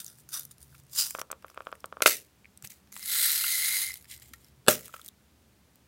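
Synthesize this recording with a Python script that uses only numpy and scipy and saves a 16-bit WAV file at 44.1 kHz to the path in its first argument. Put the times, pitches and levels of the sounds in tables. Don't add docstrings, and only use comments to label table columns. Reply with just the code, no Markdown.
import sys
import numpy as np
from scipy import signal
from scipy.fft import rfft, irfft, next_fast_len
from scipy.io import wavfile
from scipy.ndimage import uniform_filter1d

SR = 44100
rng = np.random.default_rng(int(sys.argv[2]) if len(sys.argv) > 2 else 0)


def dump_mix(stems):
    frames = np.atleast_2d(stems).T
    limited = np.clip(frames, -1, 1)
    pcm = np.round(limited * 32767).astype(np.int16)
    wavfile.write(sys.argv[1], SR, pcm)


def natural_amplitude(level_db):
    exponent = np.asarray(level_db, float) / 20
    return 10 ** exponent


N = 258867


def evened(x):
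    return x / np.sqrt(np.mean(x ** 2) + 1e-20)


def peak_one(x):
    return x / abs(x).max()


def read(points, hz):
    f, value = np.transpose(points)
    return np.interp(np.log(hz + 1), np.log(f + 1), value)


def add(mix, s, sound):
    part = mix[round(s * SR):][:len(sound)]
    part += sound[:len(part)]


def causal(points, size=1024):
    hz = abs(np.fft.fftfreq(4 * size, 1 / SR))
    log_gain = np.log(natural_amplitude(np.maximum(read(points, hz), -100)))
    return np.fft.ifft(np.exp(np.conj(signal.hilbert(log_gain)))).real[:size]


def band(x, lo_hz, hi_hz):
    edges = [lo_hz, min(hi_hz, .48 * SR)]
    return signal.sosfilt(signal.butter(2, edges, "band", fs=SR, output="sos"), x)


def ring(modes, size=900):
    hz, width, db = np.transpose(modes)[:, :, None]
    t = np.arange(size) / SR
    fading = np.exp(-np.pi * width * t)
    return natural_amplitude(db) * 2 * np.pi * width / SR * fading * np.sin(2 * np.pi * hz * t)


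def tick(tick_ms, size=900):
    burst = rng.standard_normal(size) * np.exp(-np.arange(size) / (tick_ms * SR / 1000))
    return burst / np.linalg.norm(burst)


def shifting(x, patchy_db):
    z = signal.stft(x, nperseg=256)[2]
    patches = uniform_filter1d(rng.standard_normal(z.shape), 4, 0)
    patches = uniform_filter1d(patches, 24, 1)
    return signal.istft(z * natural_amplitude(patchy_db * evened(patches)), nperseg=256)[1][:len(x)]


def beads(t, per_ms, walls, colour, ring_db, free, clump_db):
    spots, spread_db = 12, 2.5
    size = natural_amplitude(spread_db * np.minimum(rng.exponential(1, len(t)), 4))
    per_ms = np.clip(per_ms, .35, 12)
    size *= rng.random(len(t)) < per_ms * 1000 / SR
    spot = rng.integers(0, spots, len(t))
    out = np.zeros(len(t))
    for k in range(spots):
        local = np.multiply(walls, 1 + rng.standard_normal((len(walls), 1)) * [.012, 0, 0])
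        share = rng.uniform(0.29, 1.9, len(walls)) * rng.choice([-1, 1], len(walls))
        hits = size * (spot == k)
        out += signal.oaconvolve(hits, tick(0.89))[:len(t)]
        out += signal.oaconvolve(hits * free, natural_amplitude(ring_db) * share @ ring(local))[:len(t)]
    out = signal.oaconvolve(out / np.sqrt(per_ms), causal(colour))[:len(t)]
    clumps = evened(uniform_filter1d(rng.standard_normal(len(t)), 160))
    out = shifting(out * natural_amplitude(clump_db * clumps), 1.5)
    return out / np.sqrt(np.mean(band(out, 4000, 15000) ** 2))


def jolts(rows):
    s, db, rise, fall = np.transpose(rows)[:, :, None]
    t = np.arange(max((s - 2 * rise).min(), 0), (s + 2 * fall).max(), 1 / SR)
    before = np.maximum((s - t) / rise, 0) ** 1.35
    after = np.maximum((t - s) / fall, 0) ** 1.15
    levels = natural_amplitude(db - 19.5 * (before + after))
    return t, 10 * np.log10((levels ** 2).sum(0) + 1e-11)


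# t/s, level/dB, rise/s, fall/s
SHAKE_JOLTS = [
    (0.0, -40, .01, 0.042),
    (0.06, -51, 0.018, 0.14),
    (0.2, -59, 0.044, 0.026),
    (0.29, -50, .002, 0.069),
    (0.342, -34.5, 0.027, 0.093),
    (0.512, -48.5, 0.0038, 0.02),
    (0.614, -57, 0.028, 0.083),
    (0.79, -61, 0.23, 0.037),
]
ROLL_JOLTS = [
    (1.0, -26.5, 0.061, .12),
    (1.17, -74, 0.048, 0.0275),
    (1.191, -40, 0.0024, 0.022),
    (1.32, -64, 0.0041, 0.0092),
    (1.51, -64, 0.06, .02),
    (1.64, -72.5, 0.2, .3),
    (1.806, -62, .012, 0.0047),
]
JUMP_JOLTS = [
    (2.027, -33.5, 0.0019, 0.042),
    (2.065, -20, .002, 0.086),
    (2.17, -53, 0.018, 0.089),
    (2.646, -42.5, 0.011, .03),
    (2.702, -50, 0.0056, 0.077),
]
SETTLE_JOLTS = [
    (4.689, -23, 0.0024, .075),
    (4.86, -51.5, 0.11, .06),
    (4.95, -54.5, 0.069, .13),
    (5.07, -56, 0.061, 0.0091),
]
DREGS_JOLTS = [
    (4.122, -44, 0.042, 0.066),
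    (4.22, -53, 0.0044, 0.029),
    (4.27, -61, 0.13, 0.19),
    (4.336, -44, .003, 0.011),
    (4.47, -65.5, 0.16, 0.046),
]
# f/Hz, width/Hz, level/dB
UPRIGHT_WALLS = [(1420, 204, 6.5), (3640, 147, 2.5), (4900, 200, 2), (5930, 170, 2), (9100, 540, -11.5)]
TILTED_WALLS = [(1100, 170, -4.5), (1430, 110, 1.5), (2960, 260, -3), (3640, 50, -7), (4930, 270, 2.5),
                (7340, 500, -12.5), (8800, 280, -9.5)]
AJAR_WALLS = [(601.3, 850, -7), (1300, 120, -6), (2080, 110, -3), (5100, 210, -5), (7400, 300, -13.5),
              (8440, 100, -1.5)]
LOOSE_WALLS = [(2080, 120, 5), (3200, 280, -1), (4000, 170, 0), (4900, 280, -3), (7400, 400, -7.5)]
RECLOSED_WALLS = [(370.4, 67, 12), (603, 60, 12), (1300, 150, 10.5), (2660, 130, -3), (4140, 240, -6.5),
                  (7500, 330, -10)]
# f/Hz, level/dB
SHUT_COLOUR = [(300, -37), (1000, -22), (2200, -17.5), (4000, -10.5), (6000, -6.5), (9000, -1.5),
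               (16000, -4.5)]
AJAR_COLOUR = [(200, -22.5), (600, -20), (1000, -24.5), (2000, -3.5), (4300, -6.5), (8700, -2.5),
               (16000, -4)]
LOOSE_COLOUR = [(300, -41), (1100, -20), (1600, -9.5), (2500, -7), (5700, -4.5), (9000, 0), (16000, -2.5)]


def rattle():
    out = np.zeros(N)
    for rows, walls, colour, ring_db in [(SHAKE_JOLTS, UPRIGHT_WALLS, SHUT_COLOUR, 11),
                                         (ROLL_JOLTS, TILTED_WALLS, SHUT_COLOUR, 12),
                                         (JUMP_JOLTS, AJAR_WALLS, AJAR_COLOUR, 7),
                                         (SETTLE_JOLTS, RECLOSED_WALLS, AJAR_COLOUR, 8),
                                         (DREGS_JOLTS, LOOSE_WALLS, LOOSE_COLOUR, 10.5)]:
        t, db = jolts(rows)
        per_ms = 7.0 * natural_amplitude(0.38 * (db + 30.0))
        free = natural_amplitude(0.25 * (db - db.max()))
        add(out, t[0], natural_amplitude(db) * beads(t, per_ms, walls, colour, ring_db, free, clump_db=2.0))
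    return out


# f/Hz, fade/s
ROOM_FADE = [(150, 0.46), (500, 0.28), (2000, 0.086), (6000, 0.045), (15000, 0.027)]


def room(x):
    echoes = np.zeros(SR // 2)
    at = np.arange(200, SR // 2 - 20, 20)
    echoes[at + rng.integers(0, 20, len(at))] = rng.choice([-1., 1.], len(at))
    hz, t, z = signal.stft(echoes, SR, nperseg=256)
    tail = signal.istft(z * natural_amplitude(-60 * t / read(ROOM_FADE, hz)[:, None]), SR, nperseg=256)[1]
    return signal.fftconvolve(x, tail / np.linalg.norm(tail))[:N]


# f/Hz, level/dB
AIR_COLOUR = [(12, -75), (71, 2.5), (135, -16.5), (257, -14), (640, -23), (2500, -28), (14700, -34.5),
              (16400, -34.5)]
# t/s, half length/s, level/dB, f/Hz
VEHICLES = [
    (0.52, 0.54, -64, 135.5),
    (2.75, 0.48, -69, 196),
    (4.35, 0.58, -66, 130),
    (4.1, 0.41, -65.5, 76),
    (0.71, 0.13, -66, 67),
]


def air():
    size = next_fast_len(N)
    hz, t = np.fft.rfftfreq(size, 1 / SR), np.arange(N) / SR
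    white = rfft(rng.standard_normal(size))
    coloured = white * natural_amplitude(read(AIR_COLOUR, hz))
    out = np.zeros(N)
    for lo_hz, hi_hz, db in [(230, SR, -66.5), (0, 110, -68.5), (110, 230, -69.5)]:
        out += natural_amplitude(db) * evened(irfft(coloured * (hz >= lo_hz) * (hz < hi_hz), size)[:N])
    for s, half, db, drone_hz in VEHICLES:
        narrow = np.exp(-((hz - drone_hz) / 17) ** 2)
        drone = evened(irfft(white * narrow, size)[:N])
        out += natural_amplitude(db) * np.exp(-((t - s) / half) ** 4) * np.roll(drone, N // 3)
    return out


# t/s, level/dB, f/Hz
BEAD_ON_BEAD = [(0.0441, -23, 8950), (0.0628, -22, 6460), (0.079, -27.5, 5870), (0.2019, -42, 7750),
                (0.338, -34.5, 8270), (0.3403, -20, 9500), (0.3939, -17.5, 12000), (0.432, -31, 11300),
                (0.4508, -24, 11480), (0.514, -32.5, 8900), (0.6275, -30.5, 9100), (1.2135, -18.5, 5870),
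                (1.3146, -12.5, 7850), (1.4997, -37.5, 5800), (1.8032, -41, 5760), (1.8565, -27.5, 8170),
                (2.167, -23, 10500), (2.5734, -32, 8300), (2.6721, -25.5, 6470), (2.7025, -30, 6330),
                (3.9724, -28.5, 12600), (4.024, -36.5, 12660), (4.133, -39, 8970), (4.1973, -35.5, 9800),
                (5.079, -26, 12400), (5.0138, -32.5, 3470), (5.0457, -30.5, 12600), (5.0603, -25, 9500),
                (5.0848, -26.5, 3600), (5.7558, -39.5, 13100)]
BEAD_ON_WALL = [(0.1845, -41, 7900), (0.2886, -32, 6270), (1.1067, -17.5, 7150), (0.3202, -37, 4900),
                (0.5808, -39.5, 9700), (0.6144, -40, 8960), (0.7981, -39, 7600), (1.465, -43, 11300),
                (1.62, -44, 8900), (1.687, -49, 10000), (4.256, -45, 8900), (2.1997, -38.5, 6740),
                (2.6232, -29, 7690), (2.6453, -28.5, 8770), (2.7185, -33, 6360), (2.9236, -27.5, 6800),
                (2.9932, -24.5, 7300), (3.027, -23, 5100), (4.0994, -36, 4600), (4.1122, -37, 4000),
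                (4.1757, -35, 7960), (4.2231, -33, 12100), (4.2894, -41.5, 12740), (4.4442, -37.5, 5300),
                (4.483, -45.5, 5100), (4.808, -27.5, 12220), (4.8565, -27, 10300), (4.879, -28, 8500),
                (3.939, -20.5, 12250), (3.896, -22, 6560), (3.917, -25, 5300), (3.955, -31, 3200)]
NAIL_ON_WALL = [(0.749, -41, 5250), (1.1487, -27, 5750), (1.155, -36, 8850), (1.1935, -27.5, 5400),
                (1.423, -44, 5100), (1.481, -39.5, 11300), (1.5443, -42, 8300), (1.651, -45, 8100),
                (1.7155, -40.5, 7950), (1.752, -40, 8440), (2.647, -31, 10800), (2.872, -49.5, 5640),
                (2.9639, -24, 7500), (4.0428, -40.5, 4960), (4.0535, -40, 5100), (4.1064, -38.5, 5270),
                (4.3359, -34.5, 5960), (4.9255, -45, 12420), (4.9379, -34, 7500), (4.9432, -35, 4800),
                (4.9627, -34, 9600), (4.994, -39, 6900)]
# t/s, level/dB, f/Hz
HEAVY_BEADS = [(2.9344, -35.5, 6240), (2.9406, -29.5, 10960), (2.9744, -26, 7300), (3.0424, -30, 7730),
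               (3.0579, -18, 8410), (3.0972, -16, 12800), (3.1313, -15, 12200), (3.1462, -9, 12800),
               (3.1584, -13, 12800), (3.1805, -10, 8160), (3.2258, -11, 8490), (3.2334, -14, 8540),
               (3.253, -15, 8930), (3.258, -13, 8460), (3.3167, -7, 12800), (3.4371, -12, 4020),
               (3.466, -17, 8480), (3.479, -13.5, 4150), (3.5129, -19, 11200), (3.5364, -21, 11000),
               (3.5794, -17, 10900), (3.624, -16, 11100), (3.645, -10, 11200), (3.658, -13, 10800),
               (3.734, -14, 11600), (3.7524, -17, 11800), (3.7887, -22, 10800), (3.866, -17, 10700)]
# t/s, level/dB, f/Hz
ROLLING_BEADS = [(0.8214, -55, 8290), (0.8344, -46, 7630), (0.8494, -50, 7890), (0.8659, -47, 9320),
                 (0.8959, -45, 4210), (0.9173, -43, 9030), (0.9313, -30, 8840), (0.9593, -20, 9560),
                 (0.9852, -15, 9550), (1.0056, -18, 5000), (1.176, -32, 5720)]


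def ticks():
    out = np.zeros(N)
    for rows, body_db, tick_ms in [(BEAD_ON_BEAD, -25, 1.3), (BEAD_ON_WALL, -11, 1.3), (NAIL_ON_WALL, -1, 1.3),
                                   (HEAVY_BEADS, -17, 0.6), (ROLLING_BEADS, -17, 1.3)]:
        for s, db, hz in rows:
            contact = tick(tick_ms)
            pitched = peak_one(band(contact, 0.947 * hz, 1.137 * hz))
            bright = peak_one(pitched + 2.0 * peak_one(band(contact, 4500, 16000)))
            body = natural_amplitude(body_db) * peak_one(band(contact, 1200, 3370))
            add(out, s + 0.001097, natural_amplitude(db - 4.0) * (bright + body))
    return out


# t/s, level/dB, f/Hz
GRIP_SHIFTS = [
    (0.8, -53, 100),
    (2.643, -47, 130),
    (4.315, -53, 268),
    (3.7, -56, 145),
    (0.51, -53, 120),
]


def thumps():
    out = np.zeros(N)
    for s, db, hz in GRIP_SHIFTS:
        cycles = np.arange(-1.5, 1.5, hz / SR)
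        add(out, s - 1.5 / hz, natural_amplitude(db) * np.exp(-cycles ** 2) * np.sin(2 * np.pi * cycles))
    return out


# t/s, level/dB, f/Hz
FINGER_TAPS = [(0.727, -47, 1530), (0.7458, -42, 1370), (2.4454, -38, 2320), (2.4552, -33.5, 2260),
               (3.4419, -18.5, 1420), (4.052, -48, 1990), (4.1244, -39.5, 2030), (4.19, -45, 2050),
               (4.222, -54, 2080), (4.256, -48.5, 2100), (1.59, -50, 2600), (1.688, -50, 2550),
               (1.465, -52, 2600), (1.482, -50, 2600), (1.62, -42, 2550)]


def taps():
    out, t = np.zeros(N), np.arange(600) / SR
    for s, db, hz in FINGER_TAPS:
        overtone = np.sin(2 * np.pi * 1.97 * hz * t)
        tone = np.sin(2 * np.pi * hz * t) + 0.078 * overtone
        add(out, s, natural_amplitude(db - 7.0) * peak_one(t * np.exp(-t * hz / 1.4) * tone))
    return out


# t/s, level/dB, edge level relative to it/dB
HINGE_SLIPS = [(1.148, -21, -8.5), (1.185, -26, -11), (1.197, -32, -8), (1.214, -24, -1),
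               (1.301, -31.5, -12), (1.312, -30, -5), (1.327, -27.5, -5), (1.444, -29, -13),
               (1.498, -43, -3), (1.513, -49, -8), (1.542, -47, -8), (1.574, -25, -7.5),
               (1.604, -27.5, -11), (1.668, -23.5, -8), (1.69, -42, -8), (1.716, -44, -2),
               (1.725, -24.5, -8), (1.751, -47, -6), (1.841, -24, -6.5), (1.924, -27, -10.5),
               (1.968, -29, -14)]
# t/s, level/dB, edge level relative to it/dB
FAINT_SLIPS = [
    (1.66, -47, -11),
    (1.559, -47, -10),
    (1.567, -48, -2),
    (1.425, -50, -6),
    (2.004, -25, -10),
    (4.94, -32, -5.5),
]
# f/Hz, width/Hz, level/dB
LID_MODES = [(543, 270, -3), (1200, 600, -1), (1400, 660, -2.5)]
EDGE_MODES = [(2550, 580, 1.5), (3120, 1300, 2), (4900, 1100, -3.5)]


def hinge():
    out = np.zeros(N)
    for s, db, edge_db in HINGE_SLIPS + FAINT_SLIPS:
        gripped = ring(np.multiply(LID_MODES, [rng.uniform(1.0, 1.05), 1, 1]), size=500)
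        low = sum(sign * np.convolve(mode, mode) for sign, mode in zip([-1, 1, -1], gripped))
        shares = rng.uniform(.4, 1.6, len(EDGE_MODES))
        edge = sum(k * np.convolve(mode, mode) for k, mode in zip(shares, ring(EDGE_MODES, size=300)))
        add(out, s + 0.0015, natural_amplitude(db + 0.45) * peak_one(low))
        add(out, s + 0.0014, -natural_amplitude(db + edge_db - 1.5) * peak_one(edge))
    return out


# t/s, level/dB, length/ms, treble level/dB
LID_BLOWS = [
    (2.0206, -6, 5, -2),
    (2.0593, -0.5, 4.1, -6.5),
    (2.0757, -11, 3.3, -2.5),
    (4.6644, -34, 1.5, -4),
    (4.6738, -24, 7, -12),
    (4.6821, 0.5, 6.1, -5),
]
# f/Hz, width/Hz, level/dB
POP_MODES = [(335, 180, -10.5), (514, 220, -3), (740, 94, -7), (600, 42, -5), (1336, 140, 3),
             (1606, 200, -4.5), (2089, 120, -1.5), (2580, 200, -1.5), (2880, 220, -4), (3600, 200, -10),
             (3950, 180, -8.5), (5000, 500, -16)]
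SNAP_MODES = [(119, 20, -10.5), (252, 31, -3), (356.7, 35, 0), (503, 160, 3), (604, 22, 8.5), (778, 51, -2),
              (1370, 200, 1), (1706, 230, -3.5), (2610, 170, -4), (2946, 170, -5), (3460, 170, -3),
              (4450, 250, -10), (357, 10, -3), (7690, 350, -5)]


def blows():
    out, t = np.zeros(N), np.arange(9000) / SR
    for s, db, length_ms, treble_db in LID_BLOWS:
        opening = s < 3
        age = t * 1000 / length_ms
        chatter = rng.standard_normal(len(t)) * np.exp(-age ** 7.5 - 1.2 * age) * np.minimum(t / 0.00034, 1)
        table = np.array(POP_MODES if opening else SNAP_MODES)
        modes = (-1.) ** np.arange(len(table))[:, None] * ring(table, size=len(t))
        low, high = modes[table[:, 0] < 1000], modes[table[:, 0] >= 1000]
        shaken = signal.fftconvolve(chatter[None], high, axes=1)[:, :len(t)]
        high_part = (np.linalg.norm(high, axis=1) / np.linalg.norm(shaken, axis=1)) @ shaken
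        body = high_part + np.pad(low.sum(0), (8, 0))[:len(t)]
        body = peak_one(band(body, 240 if opening else 85, 20000))
        crack = natural_amplitude(treble_db) * peak_one(band(chatter, 4100, 13000))
        add(out, s, natural_amplitude(db) * peak_one(body + crack))
    return out


def brush():
    out = np.zeros(N)
    puff = band(rng.standard_normal(900), 155, 4300) * signal.windows.hann(900)
    add(out, 2.636, natural_amplitude(-42.5) * peak_one(puff))
    return out


# t/s, level/dB
POUR_FLOW = [
    (2.92, -52.5),
    (3.016, -45),
    (3.12, -30.5),
    (3.262, -24.5),
    (3.378, -30),
    (3.82, -30),
    (3.9, -40.5),
    (3.99, -55),
    (4.06, -63),
]
# f/Hz, width/Hz, level/dB
FULL_WALLS = [(1388, 157, -3), (1940, 310, -7), (4060, 220, -7), (7810, 220, -11), (10300, 250, -10),
              (12800, 730, -9)]
BARE_WALLS = [(2030, 88, 8), (2125, 59, 10), (4020, 320, -3), (4800, 130, -4), (6710, 170, -6),
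              (9030, 340, -10.5), (10800, 240, -6), (11600, 250, -7)]
# f/Hz, level/dB
OPEN_COLOUR = [(300, -41), (700, -28.5), (1100, -24), (1500, -16), (2500, -7.5), (5700, -5.5), (9000, -1),
               (16000, -3)]


def pour():
    out = np.zeros(N)
    s, level = np.transpose(POUR_FLOW)
    t = np.arange(s[0], s[-1], 1 / SR)
    db = np.interp(t, s, level)
    per_ms = 7.8 * natural_amplitude(0.63 * (db + 28.5))
    free = natural_amplitude(0.9 * np.minimum(db + 40.0, 0))
    full = beads(t, per_ms, FULL_WALLS, OPEN_COLOUR, 13.0, free, clump_db=1.56)
    bare = beads(t, per_ms, BARE_WALLS, OPEN_COLOUR, 13.0, free, clump_db=1.64)
    emptying = (t - 3.29) / 0.65
    uncovered = (3.19 - t) / 0.33
    bareness = np.maximum(np.maximum(emptying, uncovered), 0.15)
    turn = np.clip(bareness, 0, 1) * np.pi / 2
    rush = natural_amplitude(4) * np.exp(-((t - 3.25) / 0.1) ** 4) * band(full, .96 * 8490, 1.04 * 8490)
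    add(out, t[0], natural_amplitude(db) * (np.cos(turn) * full + np.sin(turn) * bare + rush))
    return out


# t/s, level/dB, f/Hz, width/Hz
KNUCKLE_KNOCKS = [
    (3.441, -24.5, 2800, 150),
    (4.336, -46, 1872, 45),
    (4.336, -47, 1380, 91),
    (4.893, -46, 1300, 90),
    (4.939, -35.5, 1330, 50),
    (4.962, -42.5, 1300, 70),
    (4.994, -44, 1320, 90),
]


def knocks():
    out, t = np.zeros(N), np.arange(3000) / SR
    for s, db, hz, width in KNUCKLE_KNOCKS:
        wall = ring([(hz, width, 0)], size=len(t))[0]
        add(out, s, natural_amplitude(db) * peak_one(wall * np.minimum(t / 0.0016, 1)))
    return out


def scene():
    box = rattle() + ticks() + thumps() + taps() + hinge() + blows() + brush() + pour() + knocks()
    box = band(box, 37, 21000)
    return (box + natural_amplitude(-22.0) * room(box) + air())[None]


def top_cut(x):
    return signal.sosfilt(signal.butter(12, 16550, fs=SR, output="sos"), x)


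def record(dry):
    edge = signal.firwin(255, 16050, window=("kaiser", 7), fs=SR)
    mix = np.clip(signal.oaconvolve(dry, edge[None], "same"), -1, 1)
    return top_cut(mix)


dry = scene()
out = record(dry)
dump_mix(out)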